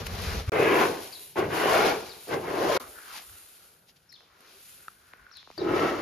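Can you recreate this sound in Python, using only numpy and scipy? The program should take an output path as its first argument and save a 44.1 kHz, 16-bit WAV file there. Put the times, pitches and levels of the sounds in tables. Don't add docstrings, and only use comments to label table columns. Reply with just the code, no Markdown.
import sys
import numpy as np
from scipy import signal
from scipy.io import wavfile
from scipy.ndimage import uniform_filter1d

SR = 44100
rng = np.random.default_rng(int(sys.argv[2]) if len(sys.argv) > 2 else 0)


def master(y):
    cut = np.clip(np.atleast_2d(y).T, -1, 1)
    pcm = np.round(cut * 32767)
    wavfile.write(sys.argv[1], SR, pcm.astype(np.int16))


def ratio_of_db(decibels):
    return 10 ** (np.asarray(decibels, float) / 20)


N = 265437

# pitch_hz, level_db (per Hz)
WIND_SPECTRUM = [(25, -33), (45, 0.5), (65, 1.5), (95, 3), (160, -39.5)]
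# pitch_hz, level_db (per Hz)
RUMBLE_SPECTRUM = [(55, -32.5), (95, 7), (160, 9), (240, 3.5), (400, -35.5)]
# peak_s, rise_s, fall_s, wind_db, rumble_db (relative to wind)
GUSTS = [(.03, 0.18, 0.34, -37, -7.5), (.13, .1, 0.21, -37.5, -8.5), (.25, .12, 0.087, -35, -4),
         (.35, 0.15, 0.11, -29, -9), (.5, .12, 0.026, -39, -7), (.87, 0.2, 0.26, -62, 8),
         (1.46, 0.11, 0.26, -52.5, 11), (2.0, 0.6, 0.28, -62, -2), (2.34, 0.041, 0.2, -61.5, 18),
         (2.91, 0.34, 0.089, -62.5, -8.5), (3.34, 0.14, 0.044, -54.5, -21), (3.9, 0.46, .9, -85.5, 10.5),
         (4.9, .6, 0.65, -85.5, 9.5), (5.24, 0.39, 0.14, -72, -8), (5.6, 0.055, 0.091, -67.5, -1),
         (5.72, 0.15, 0.4, -53, 7.5)]
# start_s, peak_db, pitch_hz, length_s
BLOW = (.4765, -20, 92, .02)
# start_s, length_s, start_pitch_hz, end_pitch_hz, level_db
SPARROW_NOTES = [(1.124, 0.017, 4840, 4300, -41), (1.148, 0.019, 4310, 3780, -43.5),
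                 (2.092, 0.02, 4800, 4490, -46), (2.113, 0.0203, 4154, 3850, -46.5),
                 (4.09, 0.025, 5520, 5160, -53.5), (4.117, 0.0184, 4160, 4360, -53.5),
                 (4.137, 0.011, 4430, 4080, -49), (4.151, 0.018, 3780, 3420, -52.5),
                 (5.311, 0.0059, 4255, 4260, -57.5), (5.316, 0.012, 5540, 5650, -54.5),
                 (5.326, .012, 5270, 5240, -54), (5.338, 0.0072, 4500, 4480, -50.5),
                 (5.354, 0.028, 4130, 4010, -48), (5.372, 0.026, 3700, 3350, -51.5),
                 (5.577, 0.013, 4530, 4780, -38), (5.59, 0.0343, 4010, 3680, -45)]
# start_s, length_s, start_pitch_hz, end_pitch_hz, level_db
WOOD_GROAN = (4.525, .065, 335, 405, -61)
# pitch_hz, level_db (per Hz)
HISS_SPECTRUM = [(1500, -9), (2500, 1), (3300, 0), (4200, 1), (5200, -0.5), (6200, -5), (7500, -10.5),
                 (9000, -29)]
# pitch_hz, level_db (per Hz)
FIZZ_SPECTRUM = [(5500, -30), (7000, -2.5), (9000, 7), (11000, 0), (13000, -2), (15000, -5.5),
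                 (15700, -16.5)]
# peak_s, rise_s, fall_s, hiss_db, fizz_db (relative to hiss)
BROOM_STROKES = [(.27, 0.36, 0.21, -41, -9.5), (1.03, 0.11, 0.2, -48, -1.5), (1.22, 0.26, .2, -55.5, 6.5),
                 (2.05, 0.23, 0.15, -52.5, -7.5), (2.25, 0.24, 0.38, -60.5, 8), (2.9, 0.13, 0.54, -59.5, 6),
                 (3.33, 0.61, 0.54, -58, 4), (3.65, .3, 0.19, -63.5, 2), (3.9, 0.31, 0.55, -75.5, 2),
                 (4.27, 0.47, .3, -68.5, -10), (4.5, 0.19, 0.32, -59, -10.5),
                 (4.71, 0.32, 0.37, -58.5, 3.5), (5.08, 0.28, 0.4, -68, -2), (5.41, 0.19, .1, -65, -18.5)]
# peak_s, rise_s, fall_s, hiss_db, fizz_db (relative to hiss)
GRAIN_SURGES = [(0.0, .1, 0.064, -42.5, -16), (.07, 0.014, 0.0071, -38, -4), (.4, 0.28, 0.055, -41.5, -12),
                (.496, 0.034, 0.16, -44.5, -9), (.6, 0.13, .6, -45.5, -5.5), (.83, 0.33, 0.23, -37, -5.5),
                (1.385, 0.035, 0.076, -43, -6), (1.545, .04, 0.61, -42.5, -3),
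                (1.73, 0.29, 0.43, -36, -6.5), (1.89, 0.32, 0.1, -34.5, -10.5),
                (2.34, 0.11, 0.049, -42.5, -14), (2.62, 0.47, 0.39, -50.5, -1.5),
                (2.77, 0.33, 0.016, -35.5, -9.5), (2.8, .003, 0.092, -48.5, 0),
                (3.18, 0.18, .06, -43.5, -7), (3.895, 0.026, 0.027, -55.5, -11),
                (3.968, 0.019, 0.027, -62, -13), (5.58, .004, 0.022, -58, -18),
                (5.77, 0.11, 0.72, -46, -11), (5.86, 0.41, 0.2, -45.5, -12), (6.019, 0.14, .1, -55, -9.5)]
# start_s, peak_db
STRAW_CRACKS = [(0.0673, -30.5), (.4935, -40.5), (.2199, -34), (1.51, -43.5), (2.2823, -41.5),
                (3.2485, -40.5), (3.8826, -58), (4.125, -47.5), (4.128, -48.5), (4.2747, -59.5),
                (4.4079, -46), (5.0696, -61), (5.3702, -41), (5.5133, -53), (5.5777, -44.5)]
# start_s, peak_db, ring_hz, snap_db (relative to ring), left_right_db
KERNEL_TICKS = [
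    (2.986, -34, 1440, -13, -12),
    (3.295, -41.5, 1380, -11, -4),
    (4.126, -44, 1950, -16, 6),
    (4.882, -24.5, 1360, -11.5, 0),
    (5.148, -62, 1540, -12, 9),
    (5.266, -37.5, 1500, -18, -6),
    (5.314, -40, 1390, -13, -4),
]
# start_s, peak_db, ring_hz,
# snap_db (relative to ring), left_right_db
DULL_KNOCKS = [(0.067, -26.5, 1980, -2, 2), (0.478, -35, 2150, -2, 0), (4.206, -47, 1300, -5, 0),
               (4.406, -51, 1390, 5.5, 1.5), (5.135, -34.5, 1480, -14, -1), (5.176, -56, 1440, -6, -1),
               (5.371, -48, 2250, 1.5, 2), (5.428, -43.5, 1650, -15, 6), (5.474, -37.5, 935, -26, 4),
               (5.502, -33.5, 740, -15, 3), (5.513, -44, 1490, -2, 0.0), (5.578, -34, 1020, -12, -2)]
# peak_s, rise_s, fall_s, rattle_db, spill_db (relative to rattle)
GRAIN_SLIDES = [(2.801, 0.003, 0.12, -46, -1), (2.98, 0.1, 0.15, -50, -12), (3.085, 0.13, 0.11, -54, 2.5),
                (3.17, 0.13, 0.087, -49.5, 4), (3.33, 0.2, 0.33, -64, -1), (3.62, 0.37, 0.56, -68, -8),
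                (4.1, .2, 0.26, -78, -2.5), (4.45, 0.44, 0.4, -71.5, 10.5), (4.8, 0.25, 0.35, -66.5, -6),
                (5.2, 0.41, 0.36, -62.5, 0), (5.37, 0.36, 0.082, -66, 1), (5.52, 0.082, 0.061, -74, 7)]
# time_s, pitch_hz
BLADE_HOLLOW = [(2.82, 1100), (2.9, 1300), (2.955, 1460), (3.04, 1450), (3.12, 1250), (3.15, 1000),
                (3.2, 760), (3.28, 1320), (4.1, 1460), (4.2, 960), (4.4, 1370), (5.4, 1480), (5.46, 1040),
                (5.58, 1200)]
# pitch_hz, level_db (per Hz)
MURMUR_SPECTRUM = [(150, -29.5), (250, -4.5), (370, 0), (520, -1.5), (800, -5), (1300, -24.5)]
# peak_s, rise_s, fall_s, level_db
FOOT_SCUFFS = [(2.803, .004, 0.061, -44), (2.87, 0.07, 0.2, -52), (3.13, .3, 0.26, -63.5),
               (3.3, 0.091, 0.67, -71), (3.65, 0.56, 0.75, -71.5), (4.22, 0.036, 0.044, -67),
               (4.5, 0.43, 0.23, -66), (4.76, 0.098, .4, -70.5), (5.18, .4, 0.34, -72)]
# from_s, until_s
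BLADE_LIFTED = (2.79, 5.578)
# start_s, peak_db, blade_pitch_hz
EDGE_CATCHES = [(.544, -25.5, 427), (.564, -19, 423), (0.599, -12, 423), (0.624, -10, 426),
                (0.675, -14, 408), (0.719, -15.5, 417), (.782, -21, 415), (1.358, -32, 890),
                (1.376, -19.5, 364), (1.39, -12.5, 356), (1.425, -15.5, 410), (1.519, -24, 430),
                (1.616, -23, 441), (1.638, -21.5, 520), (1.669, -22, 756), (1.733, -14, 655),
                (1.757, -13, 616), (1.79, -17, 420), (1.886, -18.5, 697), (2.329, -28, 410),
                (2.444, -30.5, 900), (2.469, -29, 420), (2.539, -22.5, 423), (2.579, -18, 350),
                (2.651, -20.5, 360), (2.676, -24, 490), (2.699, -18.5, 640), (2.725, -16, 548),
                (2.758, -23.5, 384), (5.619, -20, 364), (5.664, -16, 368), (5.685, -16.5, 361),
                (5.71, -13.5, 348), (5.74, -15.5, 345), (5.767, -14, 377), (5.848, -13.5, 361),
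                (5.9, -19.5, 361)]
# time_s, pressure_db, speed_db (brightness, relative to pressure)
SHOVEL_PUSHES = [
    [(0.0, -37, -10), (.046, -52, 6), (.158, -46, 1), (.324, -44, 5), (.402, -39.5, -5), (.462, -59.5, 5),
     (.496, -44.5, 2)],
    [(.519, -29.5, -5.5), (.575, -23, -7), (.7, -23, -5), (.835, -24.5, -2), (.915, -30, -12),
     (1.139, -56.5, -3.5), (1.354, -70, -8)],
    [(1.357, -45, -0.5), (1.374, -29.5, -1.5), (1.4, -26, -8), (1.496, -35, -11), (1.536, -32, -1.5),
     (1.77, -27.5, 1.5), (1.892, -25.5, -4), (2.014, -39.5, -8), (2.26, -64.5, 0)],
    [(2.265, -58, -3), (2.292, -37.5, -7.5), (2.332, -29, -4), (2.414, -36, -13.5), (2.47, -37, -3),
     (2.5, -33, -5.5), (2.7, -25.5, -7.5), (2.775, -25.5, -4.5)],
    [(5.578, -36.5, -15.5), (5.706, -25.5, -11.5), (5.79, -28.5, -3), (5.858, -27.5, -5), (5.9, -32, -3.5),
     (5.95, -31.5, -7), (6.019, -37.5, -3.5)],
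]
# time_s, pitch_hz, overtone_db (relative), overtone_hz
BLADE_LOAD = [(0, 460, -4, 690), (.49, 420, -5.5, 685), (.55, 433, -7, 780), (.7, 400, -16.5, 694),
              (.8, 387.6, -1.5, 755), (.9, 388, -2, 744), (1.35, 378, 0.5, 680), (1.54, 380, -6, 690),
              (1.75, 417, 4, 640), (1.8, 370, -2, 696), (1.9, 395, 2, 720), (2.3, 402, -2, 714),
              (2.64, 382, 1.5, 600), (2.72, 475, -2, 596), (2.777, 427, -6.5, 560), (5.578, 352, -9, 600),
              (5.8, 360, -4, 596), (6.02, 330, 0.5, 643)]
# pitch_hz, level_db (per Hz)
CLATTER_SPECTRUM = [(500, -27), (850, -3), (1100, 3.5), (1500, 1), (2300, -1), (3000, -9.5), (3800, -16),
                    (5000, -46), (8000, -61)]
# (pitch_hz, width_hz, level_db)
BLADE_MODES = [(.519, 0.64, [(790, 34, 8.5), (1495, 25, -7.5), (2030, 68, 2.5), (2450, 38, -6),
               (2500, 15, -10)]), (.59, 0.764, [(1025, 92, -3.5), (1630, 99, 1), (1940, 140, 1),
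               (2490, 45, 2.5), (2864, 50, -6.5)]), (.72, 1.359, [(764, 61, -3.5), (1045, 68, 6.5),
               (1446, 130, -5.5), (2600, 32, -4.5), (3387, 53, -17.5)]), (1.356, 1.53, [(1098, 39, 3),
               (1460, 92, -7), (1900, 67, -12), (2820, 25, -9.5)]), (1.49, 1.725, [(1070, 95, 1),
               (1470, 56, -4), (2360, 53, -3), (2590, 90, -5.5), (2990, 48, -4.5)]),
               (1.7, 2.281, [(1396, 43, -4.5), (2110, 160, -12), (2640, 57, -16), (2930, 160, -6.5),
               (3550, 100, -17)]), (2.275, 2.465, [(1010, 180, 0.5), (1540, 33, -7), (1920, 130, -14),
               (2420, 110, -13)]), (2.44, 2.79, [(1046, 24, 4), (2144, 22, -10.5), (2440, 220, -10)]),
               (5.583, 5.797, [(864, 24, -4), (1055, 48, -3), (1285, 25, 9.5), (2545, 140, -10)]),
               (5.77, 6.023, [(1143, 34, -5.5), (1305, 25, 7.5), (1803, 80, -13), (2468, 190, -8.5)])]
# pitch_hz, level_db
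PORT_DIFFERENCE = [(60, -13.5), (200, -16.5), (380, -10.5), (700, -4.5), (1400, -1), (1800, -3.5),
                   (2200, -11.5), (3000, -4), (4400, -2.5), (7000, -2)]
# start_s, end_s, level_db
SCENE_DIPS = [
    (.4962, .5195, -65),
    (2.7765, 2.798, -36),
]
# time_s, level_db
SHORT_CLICK = (3.1, -33)


def evened(x):
    return x / np.sqrt(np.mean(np.square(x)) + 1e-20)


def read(points, hz):
    f, value = np.transpose(points)
    return np.interp(np.log(hz + 1), np.log(f + 1), value)


def controls(tables):
    s, *columns = np.transpose(np.vstack(tables))
    return [np.interp(np.arange(N) / SR, s, c) for c in columns]


def humps(rows, shape):
    peak, rise, fall, db, *more = np.transpose(rows)[..., None]
    t = np.arange(0, N + 32, 32) / SR
    away = np.where(t < peak, (peak - t) / rise, (t - peak) / fall)
    power = ratio_of_db(2 * db - 40 * away ** shape)
    gains = [np.sqrt((power * ratio_of_db(2 * relative_db)).sum(0)) for relative_db in [0] + more]
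    return [np.interp(np.arange(N) / SR, t, gain) for gain in gains]


def coloured(x, points, size=4096):
    level_db = read(points, abs(np.fft.fftfreq(size, 1 / SR)))
    log_gain = np.log(ratio_of_db(np.maximum(level_db, -100)))
    taps = np.fft.ifft(np.exp(signal.hilbert(log_gain).conj())).real[:size // 2]
    return signal.oaconvolve(x, taps)[:N]


def resonate(x, hz, width):
    turn = np.exp(2j * np.pi * np.cumsum(hz * np.ones(x.shape[-1])) / SR)
    r = np.exp(-np.pi * width / SR)
    return 2 * (turn * signal.lfilter([1 - r], [1, -r], x / turn + 1e-18)).real


def clicks(per_s, spread_db, bed):
    size = ratio_of_db(spread_db * np.minimum(rng.exponential(1, N), 3.8))
    size = size * (rng.random(N) < per_s / SR)
    return evened(size * rng.choice([-1, 1], N)) + bed * rng.standard_normal(N)


def flutter(samples, db):
    smooth = uniform_filter1d(uniform_filter1d(rng.standard_normal(N), samples), samples)
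    return ratio_of_db(db * evened(smooth))


def pair(x):
    return np.array([x, np.roll(x, N // 3)])


def add(mix, s, sound):
    part = mix[..., round(s * SR):][..., :sound.shape[-1]]
    part += sound[..., :part.shape[-1]]


def lifted():
    t = np.arange(N) / SR
    return (t > BLADE_LIFTED[0]) & (t < BLADE_LIFTED[1])


def echoes(x, t60, gap_s):
    t = np.arange(0, t60, 1 / SR)
    taps = rng.choice([-1, 1], len(t)) * (rng.random(len(t)) < .06)
    taps = taps * ratio_of_db(-60 * t / t60) * (t >= gap_s)
    return signal.oaconvolve(x, taps / np.linalg.norm(taps))[:N]


def wind():
    calm_wind_db, calm_rumble_db = -79, -80.5
    shake_db, ground_db, full_pressure_db = -76.5, -44, -25
    gust_gain, rumble_gain = humps(GUSTS, 0.98)
    edge = ~lifted() * ratio_of_db(controls(SHOVEL_PUSHES)[0] - full_pressure_db)
    gust_gain = gust_gain + ratio_of_db(shake_db) * edge + ratio_of_db(calm_wind_db)
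    rumble_gain = rumble_gain + ratio_of_db(ground_db) * edge + ratio_of_db(calm_rumble_db)
    gust = pair(evened(coloured(rng.standard_normal(N), WIND_SPECTRUM)))
    rumble = pair(evened(coloured(rng.standard_normal(N), RUMBLE_SPECTRUM)))
    out = gust_gain * gust * flutter(900, 2.5) + rumble_gain * rumble
    start_s, peak_db, hz, length_s = BLOW
    t = np.arange(0, length_s, 1 / SR)
    swell = np.minimum(t / 0.013, 1 - 60 * np.maximum(t - .013, 0))
    add(out[0], start_s, ratio_of_db(peak_db) * swell * np.sin(2 * np.pi * hz * t))
    return out


def sparrows():
    out = np.zeros(N)
    rasp = evened(uniform_filter1d(rng.standard_normal(N), size=40))
    for (s, length, from_hz, to_hz, db), turn in zip(SPARROW_NOTES, rng.random(len(SPARROW_NOTES))):
        t = np.arange(0, length, 1 / SR)
        warble = 2 * np.pi * (240 * t + turn)
        wobble = 0.044 * np.sin(warble) + 0.018 * rasp[round(s * SR):][:len(t)]
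        hz = np.linspace(from_hz, to_hz, len(t)) * (1 + wobble)
        note = np.sin(2 * np.pi * np.cumsum(hz) / SR) * (1 + 0.31 * np.cos(warble))
        add(out, s, ratio_of_db(db) * note * signal.windows.tukey(len(t), .3))
    return out * flutter(30, 1.6)


def creak():
    start_s, length_s, from_hz, to_hz, db = WOOD_GROAN
    out = np.zeros(N)
    u = np.arange(0, 1, 1 / (length_s * SR))
    hz = from_hz + (to_hz - from_hz) * np.sqrt(u)
    swell = u * np.sqrt(1 - u) * 3.0
    add(out, start_s, ratio_of_db(db) * swell * np.sin(2 * np.pi * np.cumsum(hz) / SR))
    return out


def broom():
    hiss_gain, fizz_gain = np.hypot(humps(GRAIN_SURGES, 1), humps(BROOM_STROKES, 1.43))
    snaps = clicks(5000, 1.6, 0.62) * flutter(400, 0.89)
    hiss = pair(evened(coloured(snaps, HISS_SPECTRUM)))
    fizz = pair(evened(coloured(snaps, FIZZ_SPECTRUM)))
    return hiss_gain * hiss + fizz_gain * ratio_of_db(4.5) * fizz


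def cracks():
    t60_s = .012
    out, t = np.zeros(N), np.arange(800) / SR
    bursts = rng.standard_normal((len(STRAW_CRACKS), len(t)))
    for (s, db), burst in zip(STRAW_CRACKS, bursts):
        add(out, s, ratio_of_db(db - 60 * t / t60_s) * burst)
    return coloured(out, FIZZ_SPECTRUM)


def ticks():
    out, t = np.zeros((2, N)), np.arange(1500) / SR
    hits = KERNEL_TICKS + DULL_KNOCKS
    falls = [0.1] * len(KERNEL_TICKS) + [2.4] * len(DULL_KNOCKS)
    snaps = rng.standard_normal((len(hits), len(t))) * ratio_of_db(-60 * t / .011)
    snaps = signal.lfilter(*signal.butter(2, 6500, fs=SR), snaps)
    for (s, db, hz, snap_db, pan_db), fall, snap in zip(hits, falls, snaps):
        phase = 2 * np.pi * np.cumsum(hz * 2 ** (fall * (.4 - t / 0.0036))) / SR
        ring = ratio_of_db(-60 * t / 0.015) * np.sin(phase) * np.minimum(t / 0.00089, 1)
        hit = 1.07 * ring + ratio_of_db(snap_db) * snap
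        add(out, s, ratio_of_db(db) * np.outer([1, np.tanh(pan_db / 17)], hit))
    return out


def swish():
    calm_rattle_db, calm_murmur_db, slide_shape = -86.5, -81, 1.25
    hollow_gain, spill_gain = humps(GRAIN_SLIDES, slide_shape)
    rattle, hz = clicks(1200, 1.8, 0.43), controls([BLADE_HOLLOW])[0]
    hollow = evened(resonate(resonate(pair(rattle), hz, 250), hz, 740))
    spill = pair(evened(coloured(rattle, CLATTER_SPECTRUM)))
    murmur = pair(evened(coloured(rng.standard_normal(N), MURMUR_SPECTRUM)))
    rattling = (hollow_gain + ratio_of_db(calm_rattle_db)) * hollow + (spill_gain + ratio_of_db(calm_rattle_db)) * spill
    murmur_gain = humps(FOOT_SCUFFS, slide_shape)[0] + ratio_of_db(calm_murmur_db)
    return lifted() * (ratio_of_db(-3.0) * rattling + murmur_gain * murmur)


def catches():
    out, t = np.zeros((2, N)), np.arange(0, .016, 1 / SR)
    swell = (t / 0.0082) * np.exp(1 - t / 0.0043)
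    for s, db, hz in EDGE_CATCHES:
        add(out[0], s - .002, ratio_of_db(db) * np.sin(2 * np.pi * hz * t) * swell)
    return out


def shovel():
    tilt_s = 0.042
    pressure_db, speed_db = controls(SHOVEL_PUSHES)
    boom_db = pressure_db - 0.6
    clatter_db = pressure_db + speed_db - 0.53
    hz, damped_db, over_hz = controls([BLADE_LOAD])
    overtone_db = damped_db + .7 * speed_db
    slips = clicks(500, 3.1, 0.98)
    grit = clicks(4000, 2.1, 0.88) * flutter(250, 0.94)
    lowest = evened(resonate(resonate(pair(slips), hz, 130.4), hz, 540))
    overtone = pair(evened(resonate(resonate(slips[::-1], over_hz, 280), over_hz, 600)))
    boom = lowest + ratio_of_db(overtone_db) * overtone
    grit = np.array([grit, grit[::-1]])
    clatter = evened([coloured(g, CLATTER_SPECTRUM) for g in grit])
    for start, end, modes in BLADE_MODES:
        stroke = grit[:, round(start * SR):round(end * SR)]
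        rings = 0
        for f, width, db in modes:
            ring = resonate(resonate(stroke, f, width + 30), f, 3 * width + 90)
            rings = rings + ratio_of_db(.5 * db) * evened(ring)
        fade = np.sqrt(signal.windows.tukey(rings.shape[1], 2 * tilt_s / (end - start)))
        add(clatter, start, 0.36 * rings * fade)
    return ~lifted() * (ratio_of_db(boom_db) * boom + ratio_of_db(clatter_db) * evened(clatter))


def scene():
    bird, (tick, tick_side) = sparrows(), ticks()
    mid, scattered = shovel() + catches() + swish() + broom() + wind()
    smeared = 1.25 * bird * (flutter(20, 4.1) - .6)
    point = smeared + ratio_of_db(-21.0) * tick
    far_wall = np.roll(echoes(smeared, 0.15, 0), round(0.053 * SR))
    point = point + ratio_of_db(-7) * far_wall
    tail, side_tail = (ratio_of_db(-4.0) * echoes(point, 0.31, 0.012) for _ in "ms")
    near = mid + .8 * echoes(mid, 0.00297, .0002)
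    spread = 0.96 * scattered + 0.3 * near + side_tail + echoes(tick, 0.0055, 0)
    side = coloured(spread, PORT_DIFFERENCE) + .5 * bird + tick_side
    mid = mid + bird + tick + tail + creak() + cracks()
    return np.array([mid + side, mid - side])


def low_pass(x):
    return signal.sosfilt(signal.butter(12, 15700, fs=SR, output="sos"), x)


def record(dry):
    split_hz, in_step_hz, turn_hz, weak_share = 6700, 12000, 7250, .33
    sum_and_difference = [(dry[0] + dry[1]) / 2, (dry[0] - dry[1]) / 2]
    hz, _, (mid, side) = signal.stft(sum_and_difference, SR, nperseg=1024)
    hz = hz[:, None]
    low = 1 / (1 + (hz / split_hz) ** 24)
    half_turn = np.pi * (hz - in_step_hz) / turn_hz
    shares = -np.array([np.cos(half_turn), np.sin(half_turn)])
    frames = mid.shape[1]
    ragged = rng.standard_normal((2, 1, frames // 2 + 1)).repeat(2, axis=2)[..., :frames]
    weak = weak_share * ratio_of_db(2.6 * ragged)
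    kept = shares * (abs(shares) > weak) * (1 - low)
    z = np.array([mid * (low + kept[0]), side * low + .85j * mid * kept[1]])
    around = uniform_filter1d(abs(z), size=24, axis=1)
    z *= (abs(z) > .55 * around * np.clip(hz / 6000, 0, 1))
    mid, side = signal.istft(z, SR, nperseg=1024)[1][:, :N]
    t = np.arange(N) / SR
    click_s, click_db = SHORT_CLICK
    mid = mid + ratio_of_db(click_db) * (np.arange(N) == round(click_s * SR))
    dips = np.prod([np.where((t > a) & (t < b), ratio_of_db(db), 1) for a, b, db in SCENE_DIPS], axis=0)
    return low_pass(np.array([mid + side, mid - side]) * dips)


dry = scene()
out = record(dry)
master(out)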